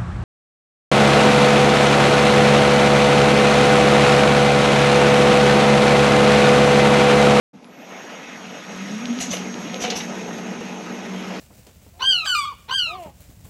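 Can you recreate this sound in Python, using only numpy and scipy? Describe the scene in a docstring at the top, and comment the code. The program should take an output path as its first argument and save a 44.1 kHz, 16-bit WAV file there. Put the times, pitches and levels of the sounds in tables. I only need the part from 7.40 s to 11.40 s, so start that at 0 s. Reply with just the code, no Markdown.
"""First you hear a slat conveyor whirring and droning in a workshop as its slats slide and knock.
A thin electric whine from its drive joins in, with a few dry ticks and dull knocks of the belt.
A low moan rises as a tin can slides into an air-powered clamp. The clamp grips the can, turns it
over, lets go and swings back: its stops clatter and its valves give four short hisses of air."""
import sys
import numpy as np
from scipy import signal
from scipy.fft import rfft, irfft
from scipy.io import wavfile
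from scipy.ndimage import uniform_filter1d

SR = 44100
rng = np.random.default_rng(int(sys.argv[2]) if len(sys.argv) > 2 else 0)


def store_pcm(level_fs):
    """Save levels as 16-bit WAV."""
    pcm = np.round(np.clip(level_fs, -1, 1) * 32767).astype(np.int16)
    wavfile.write(sys.argv[1], SR, np.atleast_2d(pcm).T)


N = 176400
T = np.arange(N) / SR
HZ = np.fft.rfftfreq(N, 1 / SR)


def amp(db):
    """Turns decibels into a number to multiply by."""
    return 10 ** (np.asarray(db) / 20)


def unit(x):
    """Scales a signal so its average strength (rms) is 1."""
    return x / np.sqrt(np.mean(x ** 2) + 1e-20)


def curve(rows, column=1):
    """One column of a table, joined by straight lines in time."""
    rows = np.array(rows)
    return np.interp(T, rows[:, 0], rows[:, column])


def colour(points):
    """How strong each pitch is, from rows of pitch_hz, level_db."""
    hz, db = np.transpose(points)
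    return amp(np.interp(np.log(HZ + 1), np.log(hz), db))


def noise(gain):
    """Noise of strength 1 with the given colour."""
    return unit(irfft(rfft(rng.standard_normal(N)) * gain, N))


def wander(rate_hz):
    """A smooth random wobble of strength 1."""
    return noise(np.exp(-(HZ / rate_hz) ** 2))


def ripple(bins):
    """Random peaks and dips from low pitch to high; more bins make them wider."""
    return unit(uniform_filter1d(rng.standard_normal(len(HZ)), size=bins))


def phase_of(pitch_hz):
    """The angle a wave has turned through as its pitch changes."""
    return 2 * np.pi * np.cumsum(pitch_hz) / SR


# Colour of the whir, before each band gets its level: pitch_hz, level_db
WHIR_COLOUR = [(25, -46), (65, -19.5), (110, -14), (150, -2), (190, 4.5), (290, 5), (350, -9), (460, -4),
               (620, -6), (750, -9.5), (900, -6.5), (1080, -9.5), (1400, -8.5), (1650, -7.5), (2300, -6.5),
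               (3000, -11), (3700, -14.5), (4600, -21), (5600, -17.5), (6500, -20.5), (7000, -24),
               (8600, -37.5), (10000, -34), (10900, -41), (11600, -26), (12000, -46)]
# Where the four bands meet: pitch_hz
BAND_EDGES = [364, 1090, 3750]
# Loudness of the bands: time_s, bass_db, body_db, rasp_db, treble_db
BAND_LEVELS = [(.14, -45.5, -50, -60, -64.5), (.32, -49.5, -49, -54.5, -61.5), (.55, -48, -41.5, -42, -53),
               (1.05, -44, -42.5, -42, -52), (1.5, -39.5, -41, -40, -46.5), (2.2, -38.5, -40.5, -40.5, -48),
               (2.75, -47, -38, -40, -46.5), (3.15, -48, -40, -41.5, -50), (3.5, -43, -39, -41, -49),
               (4, -54, -36.5, -38.5, -46.5)]

def conveyor(knocks_per_s=500, spread_db=2.5, knock_share=0.22):
    """Slats slide and knock along their guides, and the frame colours the sound."""
    hits = (rng.random(N) < knocks_per_s / SR) * rng.choice([-1, 1], N)
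    hits = hits * amp(spread_db * np.minimum(rng.exponential(1, N), 4))
    t = T[:SR // 20]
    knock = rng.standard_normal(len(t)) * amp(-60 * t / 0.037)
    rattle = unit(signal.fftconvolve(hits, knock)[:N])
    slats = np.sqrt(knock_share) * rattle + np.sqrt(1 - knock_share) * rng.standard_normal(N)
    # Small patches of pitch swell and fade, and the level flickers.
    grid = signal.stft(slats, nperseg=512)[2]
    patches = uniform_filter1d(rng.standard_normal(grid.shape), size=7, axis=0)
    patches = unit(uniform_filter1d(patches, size=8, axis=1))
    slats = signal.istft(grid * amp(1.71 * patches), nperseg=512)[1][:N]
    slats = slats * amp(0.28 * wander(51))
    # A fine random ripple makes the whir's colour slightly uneven.
    ripple_db = 1.9 * ripple(bins=100) * np.minimum(HZ / 800, 1)
    rest, out = rfft(slats) * colour(WHIR_COLOUR) * amp(ripple_db), 0
    for column, edge_hz in enumerate(BAND_EDGES + [SR], start=1):
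        band = rest / (1 + (HZ / edge_hz) ** 8)
        rest = rest - band
        out = out + unit(irfft(band, N)) * amp(curve(BAND_LEVELS, column))
    return out


# Low notes of the frame: pitch_hz, width_hz, level_db
DRONE_NOTES = [(188.7, 14.8, -42), (235.1, 14.6, -41.5), (319, 44, -47.5), (391, 19.5, -50),
               (437, 7.8, -52.5), (459.6, 15, -54)]
# Swell added to all those notes: time_s, boost_db
DRONE_SWELL = [(.14, -12.5), (1.1, -10), (1.75, -3), (2.0, 2.5), (2.5, 3), (2.95, 5), (3.4, 1.5), (4, 5.5)]

def drone():
    """The belt keeps the frame's low notes ringing."""
    out = 0
    for hz, width_hz, db in DRONE_NOTES:
        ring = signal.hilbert(noise(1 / (1 + ((HZ - hz) / width_hz) ** 2)))
        evened = ring.real / np.sqrt(abs(ring) + 0.84)  # softens the loudest moments
        out = out + amp(db) * unit(evened)
    return out * amp(curve(DRONE_SWELL))


# Loudness of the gear motor: time_s, level_db
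MOTOR_LEVEL = [(.14, -73), (1.2, -51), (1.8, -44), (2.0, -33.5), (2.2, -41), (2.6, -50), (3.25, -36),
               (3.5, -43), (3.8, -34), (4, -48)]

def motor_hum(pitch_hz=186, waver=0.013, throbs_per_s=5.35, depth=0.28, crest_s=3.7):
    """The motor's low tone throbs as the slats pass the toothed wheel."""
    phase = phase_of(pitch_hz * (1 + waver * wander(10.8)))
    throb = 1 + depth * np.cos(2 * np.pi * throbs_per_s * (T - crest_s))
    return amp(curve(MOTOR_LEVEL)) * unit(throb * np.sin(phase))


# Two faint airy whistles, one rising and one sinking: time_s, pitch_hz, level_db
WHISTLE_UP = [(.14, 9700, -95), (.235, 9900, -77), (.258, 10500, -66), (.3, 11700, -71), (.42, 12030, -64),
              (.8, 12300, -65), (1.0, 12010, -86)]
WHISTLE_DOWN = [(.4, 8200, -85), (1.2, 7950, -74), (1.9, 7680, -64), (2.5, 7560, -71), (4, 7510, -70)]

def whistle(path, width_hz):
    """A narrow band of hiss slides in pitch and loudness."""
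    phase = phase_of(curve(path))
    hiss = wander(width_hz) * np.cos(phase) + wander(width_hz) * np.sin(phase)
    return amp(curve(path, column=2)) * hiss


# Dry ticks: time_s, peak_db
TICK_TIMES = [(.245, -32), (1.6565, -13.5), (1.7893, -15.5), (2.143, -18.5), (2.3444, -12), (3.827, -23.5)]
# Colour of one tick: pitch_hz, level_db
TICK_COLOUR = [(1200, -34), (2000, -4), (3100, 2.5), (4000, -1.5), (5200, -7), (6500, -9), (7500, -24),
               (12000, -40)]

def ticks():
    """Dry clicks, each about two waves long."""
    click = irfft(colour(TICK_COLOUR), N)
    return sum(-amp(db) * np.roll(click / click[0], round(s * SR)) for s, db in TICK_TIMES)


# Drive tones, beside the clamp and further down the line: pitch_hz, near_db, far_db
WHINE_TONES = [(5518, -66, -66), (5660, -60, -64.5), (5730, -60, -65.5), (5970, -66, -67), (6110, -70, -68),
               (6277, -63, -64), (6312, -76, -66), (6347, -69, -61.5), (6385, -69, -65), (6490, -55.5, -58),
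               (6560, -58, -58.5), (6662, -65, -67), (8092, -75, -73)]
# Swell added to all those tones: time_s, boost_db
WHINE_SWELL = [(.25, -24), (.55, -0.5), (1.2, 0), (1.7, 6.5), (2.3, 5.5), (3.1, 5), (4, -3.5)]

def drive_whine(walk_start_s=2.4, walk_length_s=0.42, waver_hz=2.88, flutter=0.64):
    """The motor drive sings thin, wavering tones whose mix shifts as the listener moves along."""
    out, walked = 0, np.clip((T - walk_start_s) / walk_length_s, 0, 1)
    for hz, near_db, far_db in WHINE_TONES:
        phase = phase_of(hz + waver_hz * wander(12.3))
        tone = unit(np.sin(phase) * (1 + flutter * wander(38)))
        out = out + amp(near_db + (far_db - near_db) * walked) * tone
    return out * amp(curve(WHINE_SWELL))


# Knocks of the belt: start_s, level_db
BUMP_TIMES = [(.521, -34.5), (0.642, -33), (1.362, -35), (2.775, -32), (2.889, -28.5), (3.208, -27.5),
              (3.465, -30)]
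# Colour of one knock: pitch_hz, level_db
BUMP_COLOUR = [(25, -60), (80, -32), (200, -2), (450, 7.5), (900, -5), (2500, -20), (6000, -31),
               (12000, -55)]

def belt_bumps(fade_s=0.088):
    """A few dull knocks stand out of the running belt, each dropping 60 dB in fade_s."""
    level = sum((T > s) * amp(db - 60 * np.clip((T - s) / fade_s, 0, 2)) for s, db in BUMP_TIMES)
    return level * noise(colour(BUMP_COLOUR))


# Moan of the sliding can: time_s, pitch_hz, level_db
MOAN_PATH = [(1.29, 181.8, -55), (1.335, 181.4, -35), (1.365, 188.4, -44), (1.42, 192.9, -30),
             (1.5, 199, -39.5), (1.54, 213.4, -26), (1.59, 213, -33), (1.64, 247, -30.5),
             (1.678, 237.6, -35), (1.708, 240.2, -19.5), (1.735, 237, -24), (1.757, 241.5, -32),
             (1.775, 250.6, -26), (1.82, 262.7, -37.5), (1.92, 246, -32)]

def can_moan(waver=0.011, octave_db=-29, fade_s=0.023):
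    """A low throbbing tone climbs as the can slides into the clamp."""
    phase = phase_of(curve(MOAN_PATH) * (1 + waver * wander(36)))
    tone = unit(np.sin(phase) + amp(octave_db) * np.sin(2 * phase))
    start_s, end_s = MOAN_PATH[0][0], MOAN_PATH[-1][0]
    gate = np.clip(np.minimum(T - start_s, end_s - T) / fade_s, 0, 1)
    return gate * amp(curve(MOAN_PATH, column=2)) * tone


def strike(t, db, rise_s, fade_s):
    """The loudness of a hit: a quick rise, dropping 60 dB in fade_s."""
    return np.minimum(t / rise_s, 1) * amp(db - 60 * np.minimum(t / fade_s, 2))


def frame_note(t, hz, db, chatter, fade_s, bend, settle_s=0.012):
    """A hollow frame note starts off pitch and settles as the chattering jaws seat."""
    pitch_hz = hz * (1 + bend * np.exp(-t / settle_s) + 0.02 * chatter)
    level = strike(t, db + 1.8 * chatter, rise_s=0.003, fade_s=fade_s)
    return level * np.sin(phase_of(pitch_hz * (t > 0)))


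# The clamp hits its stops: start_s, thud_db, can_db, jaws_db, low_note_hz, low_note_db, high_note_db
STOP_HITS = [(1.774, -46, -37, -47, 487, -32, -52), (1.802, -42, -43, -47, 496, -48, -35),
             (1.933, -28, -25.5, -48, 487, -25.5, -29.5), (1.968, -26, -32, -32.5, 486, -45, -52),
             (2.338, -35, -36, -52, 490, -28, -31), (2.359, -36, -36, -43, 491, -25, -50),
             (2.438, -38, -24.5, -30, 493.5, -24, -20.5), (2.446, -33, -22.5, -31, 474, -40, -49),
             (2.476, -36, -28, -50, 464, -23, -47), (2.5006, -31, -29.5, -21, 462, -26, -45),
             (2.521, -30, -27, -49, 451, -23, -31), (2.603, -46, -27, -42, 473, -42, -50)]
# Colours of the thud, the ringing can and the clashing jaws: pitch_hz, level_db
THUD_COLOUR = [(30, -45), (100, -26), (300, -13), (400, -19), (500, 4), (700, 15), (790, -12), (850, -18),
               (1400, -22), (3000, -43)]
CAN_COLOUR = [(60, -50), (900, -5), (1600, -8.5), (2050, -1.5), (2350, -1), (2620, -3), (2780, 1.5),
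              (3000, 4), (3300, -9), (3750, -1), (4200, -11), (7000, -52)]
JAWS_COLOUR = [(60, -50), (1800, -12), (3200, -2.5), (4000, -3.5), (5000, -5), (6700, -3.5), (7400, -16),
               (8200, -28), (12000, -29)]

def clamp_clacks(high_hz=750, thud_fade_s=0.041, can_fade_s=0.097, jaws_fade_s=0.095):
    """Each hit thuds and rings the can, the metal jaws and two notes of the hollow frame."""
    out, chatter = 0, wander(80)
    for start_s, thud_db, can_db, jaws_db, low_hz, low_db, high_db in STOP_HITS:
        t = np.maximum(T - start_s, 0)
        for db, part, fade_s in [(thud_db, THUD_COLOUR, thud_fade_s),
                                 (can_db, CAN_COLOUR, can_fade_s),
                                 (jaws_db, JAWS_COLOUR, jaws_fade_s)]:
            out = out + strike(t, db, rise_s=0.0017, fade_s=fade_s) * noise(colour(part))
        out = out + frame_note(t, low_hz, low_db, chatter, fade_s=0.12, bend=0.059)
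        out = out + frame_note(t, high_hz, high_db, chatter, fade_s=0.16, bend=-0.09)
    return out


# Valves let out air: start_s, rise_s, hold_s, jet_db, port_hz, spurt_db, spurt_delay_s
VALVE_BLOWS = [(1.799, .012, 0.003, -24, 6400, -35, .012), (1.903, 0.011, 0.0072, -25.5, 6150, -35.5, .031),
               (2.395, 0.027, 0.006, -27, 6150, -42, .024), (2.548, 0.013, 0.016, -28.5, 5900, -39, .022)]
# Colours of the air jet and its thin spurt: pitch_hz, level_db
JET_COLOUR = [(30, -28), (100, -2), (300, 8), (700, 6.5), (1400, -2), (2200, 5), (3000, 8), (4500, 1),
              (5500, 3.5), (7000, 0.5), (7800, -2.5), (9000, -17), (12000, -14)]
SPURT_COLOUR = [(6000, -28), (8000, -18), (9500, 3.5), (10700, -3), (11450, 3), (12100, -4)]

def valve_hisses(fade_s=0.23, port_width_hz=530, spurt_rise_s=0.007, spurt_fall_s=0.02):
    """Each valve spits a thin spurt and blows a jet through its port, fading as the cylinder empties."""
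    out = 0
    for start_s, rise_s, hold_s, jet_db, port_hz, spurt_db, delay_s in VALVE_BLOWS:
        t = T - start_s
        level = np.clip(t / rise_s, 0, 1) * amp(-60 * np.maximum(t - rise_s - hold_s, 0) / fade_s)
        port_db = 11 * np.exp(-((HZ - port_hz) / port_width_hz) ** 2 / 2)  # the opening rings
        ripple_db = 2.5 * ripple(bins=700)
        jet = amp(jet_db) * level * noise(colour(JET_COLOUR) * amp(port_db + ripple_db))
        burst = np.exp(-np.maximum((delay_s - t) / spurt_rise_s, (t - delay_s) / spurt_fall_s))
        spurt = amp(spurt_db) * burst * noise(colour(SPURT_COLOUR) * amp(ripple_db))
        sputter_db = wander(330)
        out = out + jet * unit(amp(sputter_db)) + spurt * unit(amp(2 * sputter_db))
    return out


def valve_puffs(pitch_hz=83, level_db=-43.5, width_s=0.007):
    """A soft, low push of air comes as each valve opens."""
    out = 0
    for start_s, rise_s, *_ in VALVE_BLOWS:
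        t = T - start_s - rise_s
        out = out + np.exp(-(t / width_s) ** 2 / 2) * np.sin(2 * np.pi * pitch_hz * t)
    return amp(level_db) * out


def workshop_echo(sound, echoes_per_s=2000, fade_s=0.36, level_db=-10):
    """Sound bounces around the room as scattered echoes that die away."""
    t = T[:SR]
    echoes = rng.standard_normal(SR) * (rng.random(SR) < echoes_per_s / SR)
    echoes = echoes * (t > 0.006) * amp(-60 * t / fade_s)
    return amp(level_db) * signal.fftconvolve(sound, echoes / np.linalg.norm(echoes))[:N]


def scene():
    """The conveyor runs while the clamp works; only the clamp echoes."""
    whistles = whistle(WHISTLE_UP, width_hz=260) + whistle(WHISTLE_DOWN, width_hz=36)
    machine = conveyor() + belt_bumps() + drone() + motor_hum()
    machine = machine + can_moan() + drive_whine() + whistles + ticks()
    clamp = valve_hisses() + valve_puffs() + clamp_clacks()
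    return (machine + clamp + workshop_echo(clamp))[None]


def record(dry):
    """The sound cuts in after a moment of silence, with its highest treble removed."""
    start_s, rise_s, top_hz = 0.1313, 0.01, 12150
    opened = dry * np.clip((T - start_s) / rise_s, 0, 1)
    treble_cut = signal.firwin(511, top_hz, window=("kaiser", 9), fs=SR)
    return signal.oaconvolve(opened, treble_cut[None], "same")


dry = scene()
out = record(dry)
store_pcm(out)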